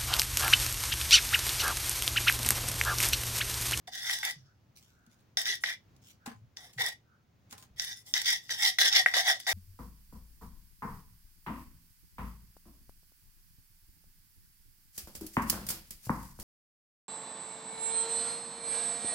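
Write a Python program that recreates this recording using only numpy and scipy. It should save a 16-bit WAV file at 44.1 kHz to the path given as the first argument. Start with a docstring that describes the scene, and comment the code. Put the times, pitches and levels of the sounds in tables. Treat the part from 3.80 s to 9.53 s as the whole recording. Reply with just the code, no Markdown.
"""A wooden board, rubbed by hand over a concrete floor, rolls a small twist of fibre: single strokes,
then fast back and forth. Grit catches under the board and rings its modes (the pitches it likes to
shake at). A push rings lower than a pull, and the board knocks as it lands. Between strokes, fingers
straighten the roll. A small, hard space answers, over a low rumble and a faint far-off tone."""
import sys
import numpy as np
from scipy import signal
from scipy.fft import rfft, irfft, next_fast_len
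from scipy.io import wavfile
from scipy.ndimage import map_coordinates

SR = 44100
rng = np.random.default_rng(int(sys.argv[2]) if len(sys.argv) > 2 else 0)


def transcribe(u):
    """Save the signal u as a 16-bit wav file named by the first command-line argument.

    u: samples, shape (n,) or (channels, n), limited to [-1, 1]; the rate is SR.
    q: integer samples, one column per channel.
    """
    v = np.clip(np.atleast_2d(u).T, -1, 1)
    q = np.round(v * 32767).astype(np.int16)
    wavfile.write(sys.argv[1], SR, q)


N = 252693

# The board's modes in five groups, from low to high: pitch_hz, width_hz, level_db
BODY_MODES = [(381.6, 67, -8.5), (502, 43, -6.5), (741, 51, 8), (1120, 110, -3.5)]
LOW_RING_MODES = [(1600, 90, 0), (1730, 110, -2)]
RING_MODES = [(1947, 92, -8.5), (1930, 87, 1), (1900, 16, 2), (2018, 200, -7.5)]
CHATTER_MODES = [(3060, 160, -13.5), (3550, 120, 2), (3580, 390, 6.5), (3540, 130, -4)]
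RASP_MODES = [(4750, 390, -2.5), (5360, 310, 1.5), (5543, 350, -1.5), (6140, 180, -1.5)]
# The hiss of crushed sand: pitch_hz, level_db
SAND_SPECTRUM = [(3000, -34), (6000, -9), (7400, 3), (8800, -4), (9700, 2.5), (11500, -3), (13000, -9.5),
                 (14100, -9), (15100, 1.5), (15900, -8), (16400, -32.5)]
# The finest hiss leans to the left: pitch_hz, left_minus_right_db
SAND_PAN = [(8000, -3.5), (11000, 8), (15000, 7)]

def board():
    """Rubbing and knocks ring the same modes; the board judders, so grains come in clumps."""
    times, (rasp_db, body_db, ring_db, sand_db) = knocks_and_bursts()
    rasp_level, body_level, ring_level, sand_level, low_ring_level = rubbing()
    # Pressing harder moves the sound down from the highest modes towards the ring.
    chatter_level = rasp_level ** 0.65 * ring_level ** 0.39
    judder = unit(amp(2.03 * wobble(70) + 0.83 * wobble(300)))
    cracks = amp(-9.5) * grit(rate=70, spread_db=2.5)  # larger grains hit all the upper modes at once

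    def force(level, grains, blow_db, crush):
        return level * judder * grains + blows(times, blow_db, crush)

    def slide(impulse, rate, spread_db, depth_db=7, width_hz=170):
        return shifting_contact(grit(rate, spread_db), impulse, depth_db, width_hz, life_s=.045)

    body = resonator(BODY_MODES, skirt_db=10)
    low_ring = resonator(LOW_RING_MODES, skirt_db=13)
    ring = resonator(RING_MODES, skirt_db=12.5)
    chatter = resonator(CHATTER_MODES, skirt_db=15.5)
    rasp = resonator(RASP_MODES, skirt_db=11)
    sand = tap_response(lambda f: amp(along(SAND_SPECTRUM, f)))

    fine_grains = slide(sand, rate=5000, spread_db=5, depth_db=6, width_hz=300) + cracks
    grains = slide(rasp, rate=3500, spread_db=5) + cracks
    on_rasp = force(amp(-3.5) * rasp_level, grains, rasp_db + 16, crush=1.5)
    grains = slide(chatter, rate=3500, spread_db=6) + cracks
    on_chatter = force(amp(0.04) * chatter_level, grains, rasp_db + 16, crush=0.3)
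    grains = slide(body, rate=4000, spread_db=4)
    on_body = force(amp(0.5) * body_level, grains, body_db + 18, crush=0.092)
    grains = slide(ring, rate=4400, spread_db=2.5)
    on_ring = force(amp(2) * ring_level, grains, ring_db + 22.5, crush=0.22)
    on_sand = force(amp(1) * sand_level, fine_grains, sand_db + 13, crush=1.6)
    grains = slide(low_ring, rate=4000, spread_db=3)
    on_low_ring = force(amp(-1.5) * low_ring_level, grains, ring_db + 14.5, crush=0.3)

    low = amp(-6) * through(on_body, body) + amp(-5) * bending(on_body, width_hz=67)
    middle = through(on_low_ring, low_ring) + through(on_ring, ring)
    high = through(on_chatter, chatter) + through(on_rasp, rasp)
    sides = np.array([[.5], [-.5]])
    hiss = filtered(through(on_sand, sand), lambda f: amp(along(SAND_PAN, f) * sides))
    return low + middle + high + hiss


# Each stroke: start_s, way (push or pull), swell_s, hold_s, fade_db_per_s, rasp_db, hold_change_db,
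# lean_db_per_s (weight moving on or off the board), then compared with the rasp: body_db, ring_db, hiss_db
STROKES = [ (0.071, "push", .002, 0.0055, 400, -50.5, 3.5, -200, 0.5, -5, -6.5),
           (0.112, "push", 0.016, .16, 194, -39.5, 3, 0, -20.5, -5, -11),
           (0.265, "push", 0.045, .025, 98, -33, -0.5, -63, -19, -5.5, -9.5),
           (0.428, "pull", 0.0013, 0.073, 439, -40.5, -3, -17, -7, 4, -6.5),
           (1.57, "push", 0.0013, .01, 201.5, -29, 1, -5, -18.5, -7.5, -13),
           (1.632, "push", 0.034, 0.073, 352, -33.5, -2, -3, -27, -5, -15),
           (1.799, "pull", .018, .015, 409, -59, 0, -3, -17, -14, 3.5),
           (1.835, "pull", 0.0016, .093, 503, -40.5, -9, 3, -15, 4, -12.5),
           (2.764, "push", 0.0018, 0.099, 255, -53.5, 0.5, 22, -8.5, -6.5, -9.5),
           (2.919, "pull", 0.011, .045, 300, -69, -3, -3, -19, -19, 1.5),
           (2.976, "pull", 0.023, 0.092, 422, -38.5, -5, 34, -9, 3, -9.5),
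           (3.96, "push", 0.041, 0.11, 232, -40, 5, -66, -24.5, -6.5, -11.5),
           (4.145, "pull", .02, 0.039, 500, -56, -2.5, 0, -32, -9, -3),
           (4.242, "pull", 0.026, 0.085, 300, -55, -3, -2, -16, -13, -4),
           (4.338, "push", 0.0023, 0.034, 230, -32, 4, 5, -19, -3.5, -12),
           (4.438, "pull", .03, 0.067, 332, -26.5, -2, 70, -26.5, -6.5, -16),
           (4.608, "pull", 0.026, 0.066, 287, -55.5, 2, -60, -26, -12, -11),
           (4.689, "push", .014, 0.019, 204, -32, 2, 0, -19, -8, -15),
           (4.777, "pull", 0.075, 0.021, 299, -22, -2, 0, -21.5, -5, -12),
           (4.984, "push", 0.0023, 0.097, 398.5, -25, -1.5, -38, -18, -4, -13),
           (5.1, "pull", 0.034, 0.062, 482, -24.5, 1.5, 116, -15.5, -3, -16.5),
           (5.262, "pull", 0.0022, 0.088, 400, -47.5, -3, -130, -7, 4, -10.5),
           (5.336, "push", 0.0034, 0.055, 272, -26, -2, 2, -11.5, -3.5, -14),
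           (5.415, "push", 0.067, 0.023, 357, -24, 2.5, 5, -8.5, -1.5, -13.5),
           (5.584, "pull", .012, 0.072, 300, -53, -4, -80, -26, -9.5, -13),
           (5.668, "push", 0.0015, 0.044, 300, -31.5, -0.5, -2, -4.5, 0, -8), ]
# Multipliers on a stroke's swell, change and fade in dB: rasp, body, ring, hiss, low_ring
EFFORT_SCALES = [1.2, 1.07, 1.26, 1.21, 1.34]
# Share of the lean that each part feels: rasp, body, ring, hiss, low_ring
LEAN_SHARES = [0.041, 0.7, 0.89, 0.82, .3]

def rubbing():
    """How hard strokes drive each part; leaning swells or fades body, ring and hiss against the rasp."""
    low_ring_db = {"push": -4.5, "pull": -13.5}  # compared with the ring: a pull hardly wakes it
    power = np.zeros((len(EFFORT_SCALES), N))
    for start, way, swell, hold, fade, db, change_db, lean, body_db, ring_db, hiss_db in STROKES:
        gate, effort_db = effort(start, swell, hold, fade, change_db)
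        heard = np.flatnonzero((gate > 0) & (effort_db > -70))
        weight_db = lean * (heard / SR - (start + swell + hold / 2))
        colour_db = np.array([0, body_db, ring_db, hiss_db, ring_db + low_ring_db[way]])
        motion_db = np.outer(EFFORT_SCALES, effort_db[heard]) + np.outer(LEAN_SHARES, weight_db)
        power[:, heard] += (gate[heard] * amp(db + colour_db[:, None] + motion_db)) ** 2
    return np.sqrt(power)


def effort(start, swell, hold, fade, change_db):
    """One rub grips, swells, holds and fades: gives its switch-on (0 to 1) and its effort in dB."""
    grip_s, swell_db = .0007, 16.5
    t = np.arange(N) / SR - start
    rising = np.clip(t / max(swell, grip_s), 0, 1)
    holding = np.clip((t - swell) / max(hold, grip_s), 0, 1)
    fading_s = np.maximum(t - swell - hold, 0)
    effort_db = swell_db * (rising - 1) + change_db * (holding - .5) - abs(fade) * fading_s
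    return np.clip(t / grip_s, 0, 1), effort_db


# The board knocks on the floor: start_s, strength_db, weight_db (heavy and flat +, glancing -)
KNOCKS = [(0.077, -45, -0.5), (0.297, -33.5, 5.5), (0.432, -37, 6.5), (1.572, -24.5, -3.5),
          (1.838, -27, 4.5), (2.770, -41.5, -4.5), (2.984, -46, 7), (3.997, -28, -5), (4.339, -25.5, -7.5),
          (4.365, -27.5, 0), (4.694, -38, 1.5), (4.986, -23, 1.5), (5.081, -29, -6.5), (5.127, -26.5, -6.5),
          (5.261, -25, 9), (5.339, -30, 4.5), (5.667, -34.5, 2)]
# A coarse grain bursts under the board: start_s, strength_db
GRAIN_BURSTS = [(0.335, -31.5), (0.387, -35.5), (0.451, -26), (0.509, -34.5), (1.616, -30), (1.674, -32.5),
                (1.753, -38.5), (3.020, -33), (3.063, -28), (3.086, -34), (4.021, -33), (4.047, -33),
                (4.417, -28.5), (4.460, -31.5), (4.479, -29), (4.505, -27), (4.527, -29), (5.601, -36.5)]
# How they drive rasp, body, ring and hiss, a row each: knock_db, db_per_weight_db, burst_db
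BLOW_SHARES = [(-2, -1, -2.5), (-16.5, 1.6, -29), (-1.5, 1.5, -12), (-14, 0.05, -2.5)]

def knocks_and_bursts():
    """Time and strength of each blow on rasp, body, ring and hiss; heavy knocks favour low modes."""
    knock_s, knock_db, weight_db = np.transpose(KNOCKS)
    burst_s, burst_db = np.transpose(GRAIN_BURSTS)
    parts_db = [np.r_[knock_db + db + per_weight * weight_db, burst_db + grain_db]
                for db, per_weight, grain_db in BLOW_SHARES]
    return np.r_[knock_s, burst_s], parts_db


# The pitch of the board's main bending mode: time_s, pitch_hz
BENDING_PITCH = [(0.081, 725), (0.4, 850), (1.57, 774), (1.899, 820), (2.799, 717), (3.09, 840), (4.0, 753),
                 (4.5, 900), (4.85, 823), (5.0, 647), (5.16, 880), (5.22, 718), (5.35, 686), (5.42, 780),
                 (5.52, 722), (5.7, 710)]

def bending(force, width_hz):
    """The board bends at a pitch that follows the point where it rests on the floor."""
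    pitch_hz = np.interp(np.arange(N) / SR, *np.transpose(BENDING_PITCH))
    spin = np.exp(2j * np.pi * np.cumsum(pitch_hz) / SR)
    decay = np.exp(-np.pi * width_hz / SR)
    ring = (spin * signal.lfilter([1], [1, -decay], force / spin)).real
    ring *= np.sqrt(2 * (1 - decay ** 2))  # keeps the power of the force
    return signal.sosfilt(signal.butter(2, [450, 1250], "band", fs=SR, output="sos"), ring)


def grit(rate, spread_db, lag_ms=.135, lag_spread_ms=.06):
    """About rate grains a second snap at random, most heard a little later on the left."""
    count = 300000
    chance, size, place = rng.random(count), rng.standard_normal(count), rng.standard_normal(count)
    at, sign = rng.integers(0, N, count), rng.choice([-1, 1], count)
    snaps = chance < rate * N / SR / count
    force = sign * amp(spread_db * np.minimum(size, 3)) * snaps
    lag = np.round((lag_ms + lag_spread_ms * place) * SR / 1000).astype(int)
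    left, right = np.bincount((at + lag) % N, force, N), np.bincount(at, force, N)
    return unit(np.array([left, right]))


def shifting_contact(x, impulse, depth_db, width_hz, life_s):
    """As the contact slides, narrow bands swell and fade in turn; their joint power stays steady."""
    hz, t, spectrum = signal.stft(x, SR, nperseg=512)
    where = np.meshgrid(hz / width_hz, t / life_s, indexing="ij")
    patches = map_coordinates(rng.standard_normal((400, 600)), where, order=2)
    gain = amp(depth_db * np.tanh(patches))
    passed_power = np.abs(signal.freqz(impulse, worN=hz, fs=SR)[1]) ** 2
    gain /= np.sqrt(passed_power @ gain ** 2)
    return unit(signal.istft(spectrum * gain, nperseg=512)[1][:, :N])


def blows(times, dbs, crush, crush_s=0.005, lag_ms=0.095):
    """Each blow is a sharp push, then a moment of crumbling grit, crush times as strong."""
    force, t = np.zeros((2, N + SR)), np.arange(SR // 20) / SR
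    for start, db in zip(times, dbs):
        blow = rng.standard_normal((2, len(t))) * np.exp(-t / crush_s)
        blow *= crush / np.linalg.norm(blow[0])
        blow[0, round(lag_ms * SR / 1000)] += 1  # the push reaches the left side later
        blow[1, 0] += 1
        force[:, round(start * SR):][:, :len(t)] += amp(db) * blow
    return force[:, :N]


# Fingers straighten the roll: start_s, swell_s, hold_s, fade_db_per_s, level_db, hold_change_db
FINGER_RUBS = [(0.954, 0.012, 0.0091, 398, -53.5, 0), (1.018, 0.0066, 0.074, 98, -68.5, -3.5),
               (1.291, 0.018, 0.025, 302, -70.5, -0.5), (1.386, 0.0054, 0.013, 400, -76, 3),
               (2.214, .055, 0.039, 498, -56, 1), (2.457, 0.0036, 0.0055, 268, -50, 0.5),
               (3.694, 0.024, 0.0051, 400, -53.5, 3), (3.774, .004, .066, 645, -59, -1)]
# Single grains click under the fingers: start_s, level_db
GRAIN_CLICKS = [(0.973, -45), (1.027, -50), (1.1, -62), (1.265, -52), (1.3932, -61), (2.1646, -51.5),
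                (2.2249, -56.5), (2.4625, -29.5), (2.9347, -44), (3.71, -37.5), (3.727, -30.5),
                (3.7808, -38), (3.8258, -40)]
# The rustle of dry fibre: pitch_hz, level_db
FIBRE_SPECTRUM = [(350, -36.5), (600, -18), (1660, -12), (1880, -23), (2070, -4.5), (2440, -5), (6200, -1),
                  (13600, -11.5), (16000, -5)]

def fingers():
    """Dry fibres and loose sand crackle under the fingertips; now and then one grain clicks."""
    fibre = tap_response(lambda f: amp(along(FIBRE_SPECTRUM, f)))
    level = np.zeros(N)
    for start, swell, hold, fade, db, change_db in FINGER_RUBS:
        gate, effort_db = effort(start, swell, hold, fade, change_db)
        level += gate * amp(db + effort_db)
    grains = grit(rate=1400, spread_db=4.5)
    crackle = shifting_contact(grains, fibre, depth_db=7, width_hz=450, life_s=.05)
    times, dbs = np.transpose(GRAIN_CLICKS)
    clicks = blows(times, dbs + 7.5, crush=1.3, crush_s=0.0048)
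    return through(level * crackle + clicks, fibre)


# Low, dull tones: start_s, level_db, pitch_hz, ring_s (time to fade by 60 dB)
DULL_TONES = [(0.562, -49.5, 134.7, 0.38), (1.273, -49, 222, 0.064), (1.691, -50, 390, 0.18),
              (2.475, -28.5, 228, 0.045), (2.513, -44, 210, 0.095), (2.549, -51.5, 108.4, 0.34),
              (2.616, -51.5, 123.4, 0.21), (2.963, -45.5, 130, 0.33), (2.99, -43.5, 491, 0.11),
              (3.03, -48, 430, 0.15), (3.724, -48.5, 209, 0.065), (3.91, -56, 56, 0.63)]

def dull_tones():
    """Low, unsteady tones die away: thuds, a hollow note within a stroke, a brief rumble."""
    sound = np.zeros(N)
    for start, db, hz, ring_s in DULL_TONES:
        t = np.maximum(np.arange(N) / SR - start, 0)
        level = amp(db - 60 * t / ring_s) * (1 - np.exp(-t / 0.0023))
        sound += level * np.sin(2 * np.pi * hz * t + wobble(50))
    return sound


# The board is laid down: start_s, level_db
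CLACKS = [(2.461, -37), (2.478, -42), (2.515, -46), (3.726, -43.5), (3.779, -55), (3.826, -55)]
# The modes that ring as it lands flat: pitch_hz, width_hz, level_db
CLACK_MODES = [(427, 79, -8), (800, 58, 0.5), (1027, 21, 4), (1470, 600, -7)]

def clacks():
    """The flat of the board meets the floor with a dull, scuffing clack."""
    times, dbs = np.transpose(CLACKS)
    scuffs = blows(times, dbs + 13, crush=2.96, crush_s=0.025)
    return through(scuffs, resonator(CLACK_MODES, skirt_db=2))


# How long the walls echo: pitch_hz, ring_s (time to fade by 60 dB)
ECHO_TIMES = [(200, 0.25), (1000, 0.091), (2500, 0.18), (6000, 0.17), (15000, 0.1)]

def room(x, delay_s=.006):
    """Hard walls give a short echo, different on each side; the bass lasts longest."""
    hz, t, noise = signal.stft(rng.standard_normal((2, SR // 2)), SR, nperseg=256)
    fade = amp(-60 * t / along(ECHO_TIMES, hz)[:, None])
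    tail = signal.istft(noise * fade, SR, nperseg=256)[1]
    tail /= np.linalg.norm(tail[0])
    return through(x, np.pad(tail, ((0, 0), (round(delay_s * SR), 0))))


# The background noise: pitch_hz, level_db
RUMBLE_SPECTRUM = [(25, -22.5), (45, -16), (60, -8), (85, -5.5), (117, -0.5), (150, -8), (220, -10.5),
                   (400, -20), (1400, -26.5), (3400, -33.5), (6500, -36), (8000, -46), (13500, -45.5),
                   (15500, -36.5)]
# How alike its left and right sides are: pitch_hz, likeness (0 to 1)
RUMBLE_LIKENESS = [(60, 1), (300, 0.73), (1000, 0.04), (3000, 0.35), (15000, 0.25)]

def rumble():
    """A low rumble, nearly the same on both sides, with a thin hiss above it."""
    def mid_and_side_gains(f):
        angle = np.arccos(np.clip(along(RUMBLE_LIKENESS, f), -1, 1)) / 2
        return amp(along(RUMBLE_SPECTRUM, f)) * np.array([np.cos(angle), np.sin(angle)])
    mid, side = filtered(rng.standard_normal((2, N)), mid_and_side_gains)
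    return amp(-66 + 1.3 * wobble(6.9)) * unit(np.array([mid + side, mid - side]))


# A far-off tone comes and goes: middle_s, half_length_s, pitch_hz, level_db
FAR_SWELLS = [(0.70, 0.031, 1470, -73), (1.24, 0.1, 1460, -74), (2.449, 0.029, 1490, -69.5),
              (3.334, 0.044, 1420, -72)]

def far_tone():
    """Soft swells of narrow-band noise sound like a faint, smeared, distant tone."""
    t, sound = np.arange(N) / SR, np.zeros((2, N))
    for middle_s, half_s, hz, db in FAR_SWELLS:
        band = filtered(rng.standard_normal((2, N)), lambda f: np.exp(-((f - hz) / 230) ** 2))
        swell = np.exp(-.5 * ((t - middle_s) / half_s) ** 2)
        sound += amp(db + 1.5) * swell * unit(band)
    return sound


def resonator(modes, skirt_db):
    """How a group of modes rings after one tap; outside it, each octave loses skirt_db more."""
    def gain(f):
        power = sum(amp(db) ** 2 * (f * width) ** 2 / ((hz * hz - f * f) ** 2 + (f * width) ** 2)
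                    for hz, width, db in modes)
        octaves_outside = np.abs(np.log2((f + 1) / np.clip(f + 1, modes[0][0], modes[-1][0])))
        return np.sqrt(power) * amp(-skirt_db * octaves_outside)
    return tap_response(gain)


def tap_response(gain, size=4096):
    """The sound of one sharp tap (an impulse response of energy 1) with this gain at each pitch."""
    cepstrum = irfft(np.log(gain(np.fft.rfftfreq(size, 1 / SR)) + 1e-6))
    # Folding the late half onto the early half packs the energy at the start.
    cepstrum[1:size // 2] *= 2
    cepstrum[size // 2 + 1:] = 0
    impulse = irfft(np.exp(rfft(cepstrum)))
    return impulse / np.linalg.norm(impulse)


def through(x, impulse):
    """Let stereo x ring through an impulse response."""
    return signal.fftconvolve(x, np.atleast_2d(impulse), axes=1)[:, :N]


def filtered(x, response):
    """Turn each pitch in x up or down by response(hz)."""
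    size = next_fast_len(N + SR // 2)
    return irfft(rfft(x, size) * response(np.fft.rfftfreq(size, 1 / SR)), size)[..., :N]


def wobble(rate):
    """A smooth random curve through rate points a second."""
    return map_coordinates(rng.standard_normal(int(N * rate / SR) + 4), [np.arange(N) * rate / SR])


def along(points, hz):
    """Read between (pitch_hz, value) points, with octaves evenly spaced."""
    pitches, values = np.transpose(points)
    return np.interp(np.log(hz + 1), np.log(pitches), values)


def amp(db):
    """Decibels to gain."""
    return 10 ** (np.asarray(db) / 20)


def unit(x):
    """Scale to an average power of 1."""
    return x / np.sqrt(np.mean(x ** 2) + 1e-20)


def scene():
    """Board, fingers and dull tones, their echo and the background."""
    near = board() + fingers() + dull_tones() + clacks()
    return near + amp(-11) * room(near) + rumble() + far_tone()


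def record(dry, top_hz=16200):
    """Cut away the very highest treble."""
    return filtered(dry, lambda hz: hz < top_hz)


dry = scene()
out = record(dry)
transcribe(out)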